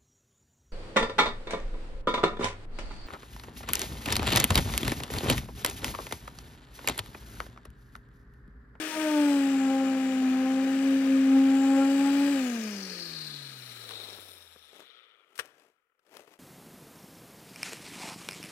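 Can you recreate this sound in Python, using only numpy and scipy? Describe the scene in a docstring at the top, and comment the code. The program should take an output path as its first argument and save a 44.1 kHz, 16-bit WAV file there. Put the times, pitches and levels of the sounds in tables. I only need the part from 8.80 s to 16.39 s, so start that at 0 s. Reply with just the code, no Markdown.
"""A poker vibrator hums in a slab of wet concrete: an eccentric weight forces the slab once a turn.
Its electric drive whirs close by on the left, as tones and noise bands tied to the shaft speed.
The shaft sags under load, is switched off and coasts down, brushes scraping and housing ringing.
The tool is shifted in the hand: rustles, one sharp clack and a few faint clicks, as shaped noise."""
import sys
import numpy as np
from scipy import signal
from scipy.fft import rfft, irfft
from scipy.io import wavfile

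SR = 44100
rng = np.random.default_rng(int(sys.argv[2]) if len(sys.argv) > 2 else 0)


def bounce(signal):
    """Save signal as a 16-bit WAV file at the path given by the first command-line argument."""
    frames = np.transpose(np.atleast_2d(signal))
    limited = np.clip(frames, -1, 1)
    pcm = np.round(limited * 32767).astype(np.int16)
    wavfile.write(sys.argv[1], SR, pcm)


N = 334719
T = np.arange(N) / SR
HZ = np.fft.rfftfreq(N, 1 / SR)

OFF_S = 3.52  # the motor is switched off
# coasting: the fan's drag soon takes its part of the speed, friction takes the rest evenly
DRAG_HZ, DRAG_S, FRICTION_HZ_PER_S = 102.9, 0.47, 45
# shaft speed when fully loaded by the concrete, and when running almost free
LOADED_HZ, FREE_HZ = 265.6, 280.3
# the scrape's centre sinks with the shaft: pitch at rest, and Hz per Hz of shaft speed
SCRAPE_REST_HZ, SCRAPE_ORDER = 3020, 7.84
RING_STOP_HZ = 70  # below this shaft speed the housing's ring dies out steeply
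RASP_DB = -67  # steady part of the bearing's rasp until the switch-off
EDGE_HZ = 15900  # upper edge of the whole sound

# shaft speed: it sags as the head sinks in, and picks up as the load eases: start_s, speed_hz
SPEED = [(.21, 312.3), (.6, 276.7), (.8, 268), (1.05, 267.1), (1.5, 259.6), (2.03, 270.6), (2.42, 267.6),
         (3, 271.7), (3.52, 283)]
# how well the head shakes the slab under power: start_s, first_order_db, second_order_db, third_order_db
SHAKE = [(.07, -37.5, -52, -64), (.125, -47, -54, -46), (.18, -32.5, -36, -43.5), (.41, -22, -33, -38.5),
         (.76, -24.5, -48.5, -44.5), (.92, -24.5, -38.5, -37.5), (1.32, -27.5, -43.5, -47.5),
         (1.45, -24, -57, -46.5), (1.66, -25.5, -39, -41), (1.98, -26, -42, -49.5), (2.16, -22, -42, -58),
         (2.23, -25, -46, -50), (2.35, -20, -37.5, -63), (2.45, -21.5, -47, -51), (2.56, -19, -41, -43),
         (2.76, -22, -45, -43), (3, -21.5, -35, -34), (3.15, -23, -41, -44.5), (3.28, -22.5, -44, -38.5),
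         (3.52, -24.5, -41, -46)]
# weakening of the head's first three orders as it slows: fall_db_per_octave for each
POKER_FALL_DB = [26.5, 23.5, 25]
# weaker orders of the head, against the third: shaft_multiple, level_db
OVERTONES = [(4, -14.5), (5, -12.5), (6, -18.5)]
# narrow band that the slab hardly radiates: centre_hz, half_width_hz (to 1/e of the depth), depth_db
DEAD_BAND = (173, 18.5, 8.7)
# mains hum: pitch_hz, level_db
HUM = [(101, -66.5), (202, -52)]

# noise spectra of gravel, fan rush and brush fizz (only the shape counts): pitch_hz, density_db_per_hz
CHURN = [(25, -33.5), (60, -29.5), (100, -12.5), (150, -14), (230, 3), (400, -0.5), (650, -3.5),
         (1000, -8.5), (2000, -5.5), (5000, -42)]
AIR = [(150, -34.5), (400, -6), (950, -11.5), (1400, -16.5), (2100, -7.5), (3300, -5.5), (4300, -11),
       (6300, -13), (9000, -20), (11000, -27)]
FIZZ = [(2500, -29.5), (5000, 2.5), (6500, 2.5), (9200, 2.5), (10500, -2), (12500, -4.5), (14300, -1.5),
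        (16000, -10.5)]
# resonances of the motor casing in the fan's rush: pitch_hz, half_width_hz, relative_db
CASING = [(1237, 27, 0.5), (1656, 220, 1), (2435, 190, 0), (2918, 81, -3), (4830, 320, -24),
          (5950, 250, -14.5)]
# layers that follow the shaft: loaded_level_db, free_running_gain_db, fall_db_per_octave of slowing
CHURN_LEVEL = (-44.5, 1, 19.8)
AIR_LEVEL = (-44, 3.3, 13.6)
FIZZ_LEVEL = (-57.5, 8.1, 9)
BUZZ_LEVEL = (-56.5, 8.9, 16)

# buzz of the armature and whine of the commutator: shaft_multiple, relative_db
BUZZ = [(7, -1.5), (9, -6.5), (10, -1), (11, 2), (12, -3), (14, -0.5), (15, -5.5), (16, -13), (17, -2),
        (18, -3.5)]
WHINE = [(25, -25), (26, -3), (27, 1.5), (28, 2.5), (29, -15.5), (30, -4.5), (31, -7), (32, -18.5),
         (33, -10)]
# the commutator sings out in spells: full_from_s, fall_from_s, level_db, rise_db_per_s, fall_db_per_s
SINGING = [(0.05, 0.449, -51, 10, 9), (2.76, 3.5, -51.5, 60, 22)]
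# the brushes' hissing bands under power: shaft_multiple, width_hz, level_db
BRUSH = [(28.66, 420, -62), (34.65, 330, -66.5)]
# the bearing's rasp builds: full_from_s, fall_from_s, level_db, rise_db_per_s, fall_db_per_s
RASP_SWELL = (3.5, 3.5, -51, 21.5, 32)

# partials as the loose weight whirls in coasting: shaft_multiple, level_db
WHIRL = [(1.5, -58.5), (2.3, -59.5), (2.62, -66)]
# ragged strands of the unpowered commutator: shaft_multiple, width_hz, relative_db
STRANDS = [(23.56, 100, -3.5), (25, 100, 2), (27.2, 39, 1.5), (30.06, 350, 2.5), (33.18, 560, -6.5),
           (36.2, 390, -10)]
# modes of the housing, and of the bearing before its low cut: pitch_hz, half_width_hz, relative_db
HOUSING = [(5400, 350, 9.5), (7600, 290, 2), (9040, 45, -18.5), (8940, 69, 5), (9550, 140, 4),
           (10250, 58, 5), (11420, 160, 5), (12800, 170, -2.5), (13950, 140, 3.5), (15400, 170, -12)]
BEARING = [(463, 81, 0.5), (1317, 120, 2), (1970, 200, -6), (2380, 150, -3.5), (3020, 190, -2)]
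# spectra of the coasting brushes' fine sizzle and of the low rumble: pitch_hz, density_db_per_hz
SIZZLE = [(4000, -21), (6800, -13), (9300, 2.5), (11000, -4), (14300, -2.5), (16000, -6.5)]
RUMBLE = [(20, -19), (45, -9.5), (80, 5.5), (130, -10), (300, -29.5), (800, -60.5)]
# swells of the coasting sounds; where the fall starts before the rise ends, both slopes act at once:
# full_from_s, fall_from_s, level_db, rise_db_per_s, fall_db_per_s
STRANDS_SWELL = (4, 4.5, -46, 26.5, 61)
RING_SWELL = (6.5, 5.5, -56, 0.5, 27.5)
RUMBLE_SWELL = (4, 4.5, -72.5, 35, 60)
SIZZLE_SWELL = (5, 5.5, -58.5, 21, 70)
# the brushes bite in waves, and the bearing rubs: same columns
SCRAPES = [(4.2, 4.506, -43.5, 27, 23), (5.149, 5.185, -45, 35, 34), (6.1, 6.144, -58, 19, 59.5)]
RUBS = [(4.86, 5.198, -57, 20.5, 26), (6.12, 6.16, -60.5, 49, 19.5)]

# shifts of the tool in the hand, and the low bump of the first: same columns
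RUSTLES = [(5.105, 5.125, -52, 250, 170), (5.258, 5.31, -54, 34.5, 44), (5.96, 6, -56.5, 198, 198),
           (6.64, 6.642, -58.5, 163, 190), (6.802, 6.85, -67, 33, 170), (7.345, 7.383, -55, 250, 160),
           (7.495, 7.537, -61.5, 121.5, 240)]
BUMP = (5.125, 5, -63, 325, 200)
# spectra of the rustles, the knocks and the steady background: pitch_hz, density_db_per_hz
RUSTLE = [(35, -51.5), (100, -23.5), (217, -13.5), (390, -3), (666, -7), (1010, -13), (1410, -16),
          (2580, -14.5), (3760, -21.5), (9350, -26), (13000, -24.5), (16000, -39)]
KNOCK = [(35, -52.5), (60, -13), (287, -9), (448, 4), (785, -9.5), (1250, 1), (1860, -1.5), (2050, -5.5),
         (3190, -8.5), (4420, -15.5), (5720, -16), (6740, -25.5), (8320, -20), (11800, -23), (16000, -38)]
FLOOR = [(25, -5.5), (100, -9), (400, -8.5), (1400, -3), (2500, -8.5), (4000, -19.5), (16000, -16.5)]
# knocks and clicks of the tool: start_s, level_db, decay_t60_s, brightness_db_per_octave
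KNOCKS = [(5.092, -35, 0.0081, 6), (5.108, -38, .03, 1), (5.384, -40.5, 0.025, -4.5),
          (5.759, -49, 0.035, -7), (5.995, -57, 0.034, -3), (6.555, -51.5, 0.091, 7),
          (6.578, -42.5, 0.047, 8), (6.590, -29, 0.073, 2), (6.5954, -28, 0.045, 2.5),
          (6.657, -48, .015, 6.5), (6.798, -53, 0.011, 2), (7.193, -67.5, .03, 2), (7.265, -64, 0.056, 3),
          (7.369, -42.5, 0.021, 5), (7.477, -49, 0.017, -2), (7.538, -51.5, 0.026, 3)]
# stereo image of the drive and of the slab: pitch_hz, left_minus_right_db, channel_likeness (0 to 1)
NEAR = [(97.3, -4.5, 0.88), (500, 7, 1), (1375, 22, 1), (2800, 12.5, 0.51), (5500, 12, 0.33),
        (9920, 10, 0.39), (14530, 7, 0.55)]
SLAB = [(100, 0.32, 1), (270, 1.46, 1), (700, 3.5, 0.97), (2000, 6, 1)]


def amp(db):
    """Level law: decibels to an amplitude ratio."""
    return 10 ** (np.asarray(db) / 20)


def unit(x):
    """Normalisation to an rms of 1."""
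    return x / np.sqrt(np.mean(x ** 2) + 1e-20)


def curves(rows):
    """Linear interpolation of a table's columns over time."""
    s, *columns = np.transpose(rows)
    return [np.interp(T, s, column) for column in columns]


def spectra(rows):
    """Linear interpolation of a table's columns over log frequency."""
    hz, *columns = np.transpose(rows)
    return [np.interp(np.log(HZ + 1), np.log(hz), column) for column in columns]


def colour(rows):
    """Spectral shaping: gain over frequency of a short spectrum."""
    return amp(spectra(rows)[0])


def modes(rows):
    """Superposition of resonances, each with its gain halved at the half-width."""
    return sum(amp(db) / (1 + ((HZ - hz) / half_width) ** 2) for hz, half_width, db in rows)


def drift(rate_hz):
    """Slow random modulation: noise low-passed at 0.8 of rate_hz, with an rms of 1."""
    s = np.arange(0, T[-1] + 1, 1 / (8 * rate_hz))
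    lowpass = signal.butter(2, 1 / 5, output="sos")
    wander = signal.sosfilt(lowpass, rng.standard_normal(len(s)))
    return unit(np.interp(T + 1 / 2, s, wander))  # skips the filter's first half second


def fade(s, db_per_s):
    """Exponential decay that sets in at s."""
    return amp(-db_per_s * np.maximum(T - s, 0))


def swell(start_s, end_s, db, rise_db_per_s, fall_db_per_s):
    """Exponential growth until start_s and exponential decay from end_s."""
    return amp(db - rise_db_per_s * np.maximum(start_s - T, 0)) * fade(end_s, fall_db_per_s)


def swells(rows):
    """Power addition of several swells."""
    return np.linalg.norm([swell(*row) for row in rows], axis=0)


def hiss():
    """Two statistically independent white noises."""
    return rng.standard_normal((2, N))


def filtered(x, gain):
    """Minimum-phase filtering by the folded cepstrum; white noise keeps its power."""
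    gain = np.maximum(unit(gain), 1e-5)
    size = 8192
    log_gain = np.log(np.interp(np.fft.rfftfreq(size, 1 / SR), HZ, gain))
    cepstrum = irfft(log_gain)
    cepstrum[1:] *= 2 * (np.arange(1, size) < size / 2)
    impulse = irfft(np.exp(rfft(cepstrum)))[None, :size // 2]
    return signal.oaconvolve(x, impulse, axes=1)[:, :x.shape[1]]


def resonate(x, hz, width_hz):
    """Heterodyne resonance: a double pole in the frame turning at the curve hz."""
    turn = np.exp(2j * np.pi * np.cumsum(hz) / SR)
    r = np.exp(-np.pi * width_hz / SR)
    return (turn * signal.lfilter([(1 - r) ** 2], [1, -2 * r, r * r], x / turn)).real


def place(pair, side, lag_s):
    """Stereo by level, coherence and delay: the balance varies with frequency and the right lags."""
    balance_db, same = spectra(side)
    same, ratio = np.clip(same, 0, 1), amp(-balance_db)
    a, b = rfft(pair)
    mixed = same * a + np.sqrt(1 - same ** 2) * b
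    right = ratio * mixed * np.exp(-2j * np.pi * HZ * lag_s)
    return irfft(np.array([a, right]) * 2 / (1 + ratio), N)


def shaft():
    """Rotational run-down: the load sets the speed in Hz, then drag and friction lower it to 10 Hz."""
    coast_s = np.maximum(T - OFF_S, 0)
    dragged_hz = DRAG_HZ * (1 - np.exp(-coast_s / DRAG_S))
    speed_hz = curves(SPEED)[0] - dragged_hz - FRICTION_HZ_PER_S * coast_s
    return np.maximum(speed_hz, 10) * (1 + 0.0006 * drift(12))


def slowed(speed_hz):
    """Logarithmic slowing: octaves below the speed under power."""
    return np.log2(curves(SPEED)[0] / speed_hz)


def driven(speed_hz, loaded_db, free_db, fall_db):
    """Power law of speed: a layer grows as the load eases and falls as the shaft coasts."""
    ease = np.clip((curves(SPEED)[0] - LOADED_HZ) / (FREE_HZ - LOADED_HZ), 0, 1)
    return amp(loaded_db + free_db * ease - fall_db * slowed(speed_hz))


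def racing(speed_hz):
    """Unloading: from 0 to 1 as the barely immersed head lets the shaft race."""
    return np.clip((speed_hz - 285) / 25, 0, 1)


def radiated(hz):
    """Radiation notch: gain of a tone as it slides through the slab's dead band."""
    centre_hz, half_width_hz, depth_db = DEAD_BAND
    return amp(-depth_db * np.exp(-((hz - centre_hz) / half_width_hz) ** 2))


def throb(angle, depth):
    """Subharmonic modulation: a bearing throbs about once every four and a half turns."""
    return unit(np.exp(depth * np.cos(0.225 * angle + 0.32 * drift(4.5))))


def orders(angle, rows, jitter):
    """Order synthesis: wavering tones on multiples of the shaft speed, drawn for each channel."""
    def tone(k, db):
        phase = k * angle + jitter * drift(22) + rng.uniform(0, 2 * np.pi)
        return amp(db + 1.5 * drift(11)) * np.sin(phase)
    return unit(np.array([sum(tone(k, db) for k, db in rows) for _ in range(2)]))


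def poker(angle, speed_hz):
    """Forced vibration by an eccentric weight; shifting stones make the overtones waver."""
    slowing = slowed(speed_hz)
    first, second, third = [db - fall_db * slowing for db, fall_db in zip(curves(SHAKE), POKER_FALL_DB)]
    harsh_db = 8 * racing(speed_hz)
    tone = amp(first + 0.47 * drift(11)) * radiated(speed_hz) * np.sin(angle)
    overtones = [(2, second), (3, third)]
    overtones += [(k, third + db + harsh_db) for k, db in OVERTONES]
    for k, db in overtones:
        phase = k * (angle + 0.089 * drift(17)) + rng.uniform(0, 2 * np.pi)
        tone += amp(db + 2.16 * drift(18)) * radiated(k * speed_hz) * np.sin(phase)
    return np.array([np.sqrt(2) * tone * fade(5.8, 84.5), np.zeros(N)])


def hum():
    """Mains-frequency excitation: the hum swells as the motor takes up the load."""
    tones = sum(amp(db + 0.9 * drift(5.1)) * np.sin(2 * np.pi * hz * T + 0.32 * drift(3.9))
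                for hz, db in HUM)
    load = amp(-35 * np.maximum(0.7 - T, 0)) * fade(OFF_S, 25.4)
    return np.array([np.sqrt(2) * tones * load, np.zeros(N)])


def churn(angle, speed_hz):
    """Amplitude-modulated noise: wet gravel jostles against the poker on each swing."""
    jostle = unit(1 + 0.5 * np.cos(angle)) * amp(0.67 * drift(25))
    level = driven(speed_hz, *CHURN_LEVEL) * amp(-3 * racing(speed_hz))
    return filtered(hiss() * jostle, colour(CHURN)) * level


def air(angle, speed_hz):
    """Chopped flow noise: the fan's rush through the casing, and the finer fizz of the brushes."""
    # mainly twice a turn, less once a turn
    chop = unit((1 + 0.22 * np.cos(2 * angle) + 0.12 * np.cos(angle)) * amp(0.89 * drift(120)))
    rush = filtered(hiss() * chop, np.hypot(colour(AIR), modes(CASING))) * driven(speed_hz, *AIR_LEVEL)
    fizz = filtered(hiss() * chop, colour(FIZZ)) * driven(speed_hz, *FIZZ_LEVEL) * fade(5, 35)
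    return (rush + fizz) * amp(2 * racing(speed_hz)) * fade(5.85, 45)


def whine(angle, speed_hz):
    """Slot-passing tones: armature slots buzz, commutator bars sing with sidebands one turn apart."""
    buzz = orders(angle, BUZZ, jitter=0.9) * throb(angle, depth=0.34)
    buzz *= driven(speed_hz, *BUZZ_LEVEL) * amp(-3 * racing(speed_hz))
    singing = swells(SINGING) * amp(2 * drift(5)) * fade(4, 40)
    bars = orders(angle, WHINE, jitter=1.1) * singing * throb(angle, depth=0.5)
    # the brushes hiss along in bands
    brushes = sum(amp(db + 2.5 * drift(5)) * unit(resonate(hiss(), k * speed_hz, width))
                  for k, width, db in BRUSH)
    brushes *= (speed_hz / 268) ** 4 * fade(OFF_S, 15)
    # as the load eases the bearing's pulsing rasp grows
    rasp = unit(resonate(hiss() * throb(angle, depth=1.3), 16.5 * speed_hz, 550))
    rasp *= np.hypot(amp(RASP_DB) * fade(OFF_S, 40), swell(*RASP_SWELL))
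    return buzz + bars + rasp + brushes


def whirl(angle):
    """Non-synchronous whirl: without drive, faint unsteady partials lie between the shaft orders."""
    tones = sum(amp(db + 4.1 * drift(12)) * np.sin(k * angle + drift(9.2)) for k, db in WHIRL)
    unpowered = np.clip((T - OFF_S) / 0.16, 0, 1)
    return np.array([np.sqrt(2) * tones * unpowered * fade(4.16, 25), np.zeros(N)])


def coasting(angle, speed_hz):
    """Periodic friction excitation: uneven brush catches, two a turn, scrape, ring and rattle."""
    beats = angle / np.pi
    strength = amp(5.8 * np.clip(rng.standard_normal(N), -2, 1.5))[beats.astype(int)]
    catches = unit(1.1 + strength * np.cos(np.pi * beats) ** 4)
    surges = catches * throb(angle, depth=0.45)
    strands = sum(amp(db) * unit(resonate(hiss() * surges, k * speed_hz, width))
                  for k, width, db in STRANDS)
    strands = unit(strands) * swell(*STRANDS_SWELL)

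    scrape_hz = SCRAPE_REST_HZ + SCRAPE_ORDER * speed_hz
    scrape = unit(resonate(hiss() * catches * throb(angle, depth=0.2), scrape_hz, 750))
    scrape *= swells(SCRAPES)

    # each housing mode flares and fades on its own
    ring = sum(amp(db + 2.3 * drift(7.1)) * unit(resonate(hiss() * catches, np.full(N, hz), 2 * half_width))
               for hz, half_width, db in HOUSING)
    ring = unit(ring) * swell(*RING_SWELL) * np.clip(speed_hz / RING_STOP_HZ, 0, 1) ** 5
    sizzle = filtered(hiss() * catches, colour(SIZZLE)) * swell(*SIZZLE_SWELL)

    # the bearing loses its upper resonances as the shaft slows below 55 Hz
    bright = np.clip(speed_hz / 55, 0, 1) ** 2
    low_cut = HZ ** 2 / (HZ ** 2 + 300 ** 2)
    rub = filtered(hiss() * catches, modes(BEARING) * low_cut)
    dull = signal.lfilter(*signal.butter(2, 1900, fs=SR), rub)
    rub = (bright * rub + (1 - bright) * dull) * swells(RUBS)
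    unpowered = np.clip((T - OFF_S) / 0.11, 0, 1)
    return unpowered * (strands + scrape + ring + sizzle + rub)


def low_rumble():
    """Low-frequency noise: a rumble while coasting, and the bump of the first shift in the hand."""
    return filtered(hiss(), colour(RUMBLE)) * (swell(*RUMBLE_SWELL) + swell(*BUMP))


def handling():
    """Contact noise: grainy rustles, and short decaying knocks with a faint, darker diffuse tail."""
    grain = amp(3 * drift(170))
    rustle = filtered(hiss() * swells(RUSTLES) * grain, colour(RUSTLE))
    knocks, body, age = np.zeros((2, N)), colour(KNOCK), T[:SR // 2]
    octaves = np.log2(np.maximum(HZ, 300) / 1000)
    for s, db, t60, tilt_db in KNOCKS:
        burst = rng.standard_normal((2, len(age))) * amp(db - 60 * age / t60)
        part = knocks[:, round(s * SR):][:, :len(age)]
        part += filtered(burst, body * amp(tilt_db * octaves))[:, :part.shape[1]]
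    dark_noise = signal.lfilter(*signal.butter(1, 3000, fs=SR), rng.standard_normal((2, len(age))))
    tail = dark_noise * amp(-60 * age / 0.8)
    tail /= np.linalg.norm(tail[0])
    return rustle + knocks + amp(-26) * signal.oaconvolve(knocks, tail, axes=1)[:, :N]


def background():
    """Stationary noise: a faint, steady, coloured hiss."""
    return amp(-88.5) * filtered(hiss(), colour(FLOOR))


def scene():
    """Superposition: one shaft angle drives the poker in the slab and the motor noises on the left."""
    speed_hz = shaft()
    angle = 2 * np.pi * np.cumsum(speed_hz) / SR
    concrete = poker(angle, speed_hz) + hum() + churn(angle, speed_hz) + whirl(angle) + low_rumble()
    slab = place(concrete, SLAB, lag_s=6e-5)
    motor = place(air(angle, speed_hz) + whine(angle, speed_hz), NEAR, lag_s=7e-5)
    rattles = place(coasting(angle, speed_hz) + handling(), NEAR, lag_s=1.3e-4)
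    return slab + motor + rattles + background()


def record(dry):
    """Band limitation: a steep linear-phase low-pass at the upper edge."""
    lowpass = signal.firwin(511, EDGE_HZ, window=("kaiser", 9), fs=SR)
    return signal.oaconvolve(dry, lowpass[None], "same")


dry = scene()
out = record(dry)
bounce(out)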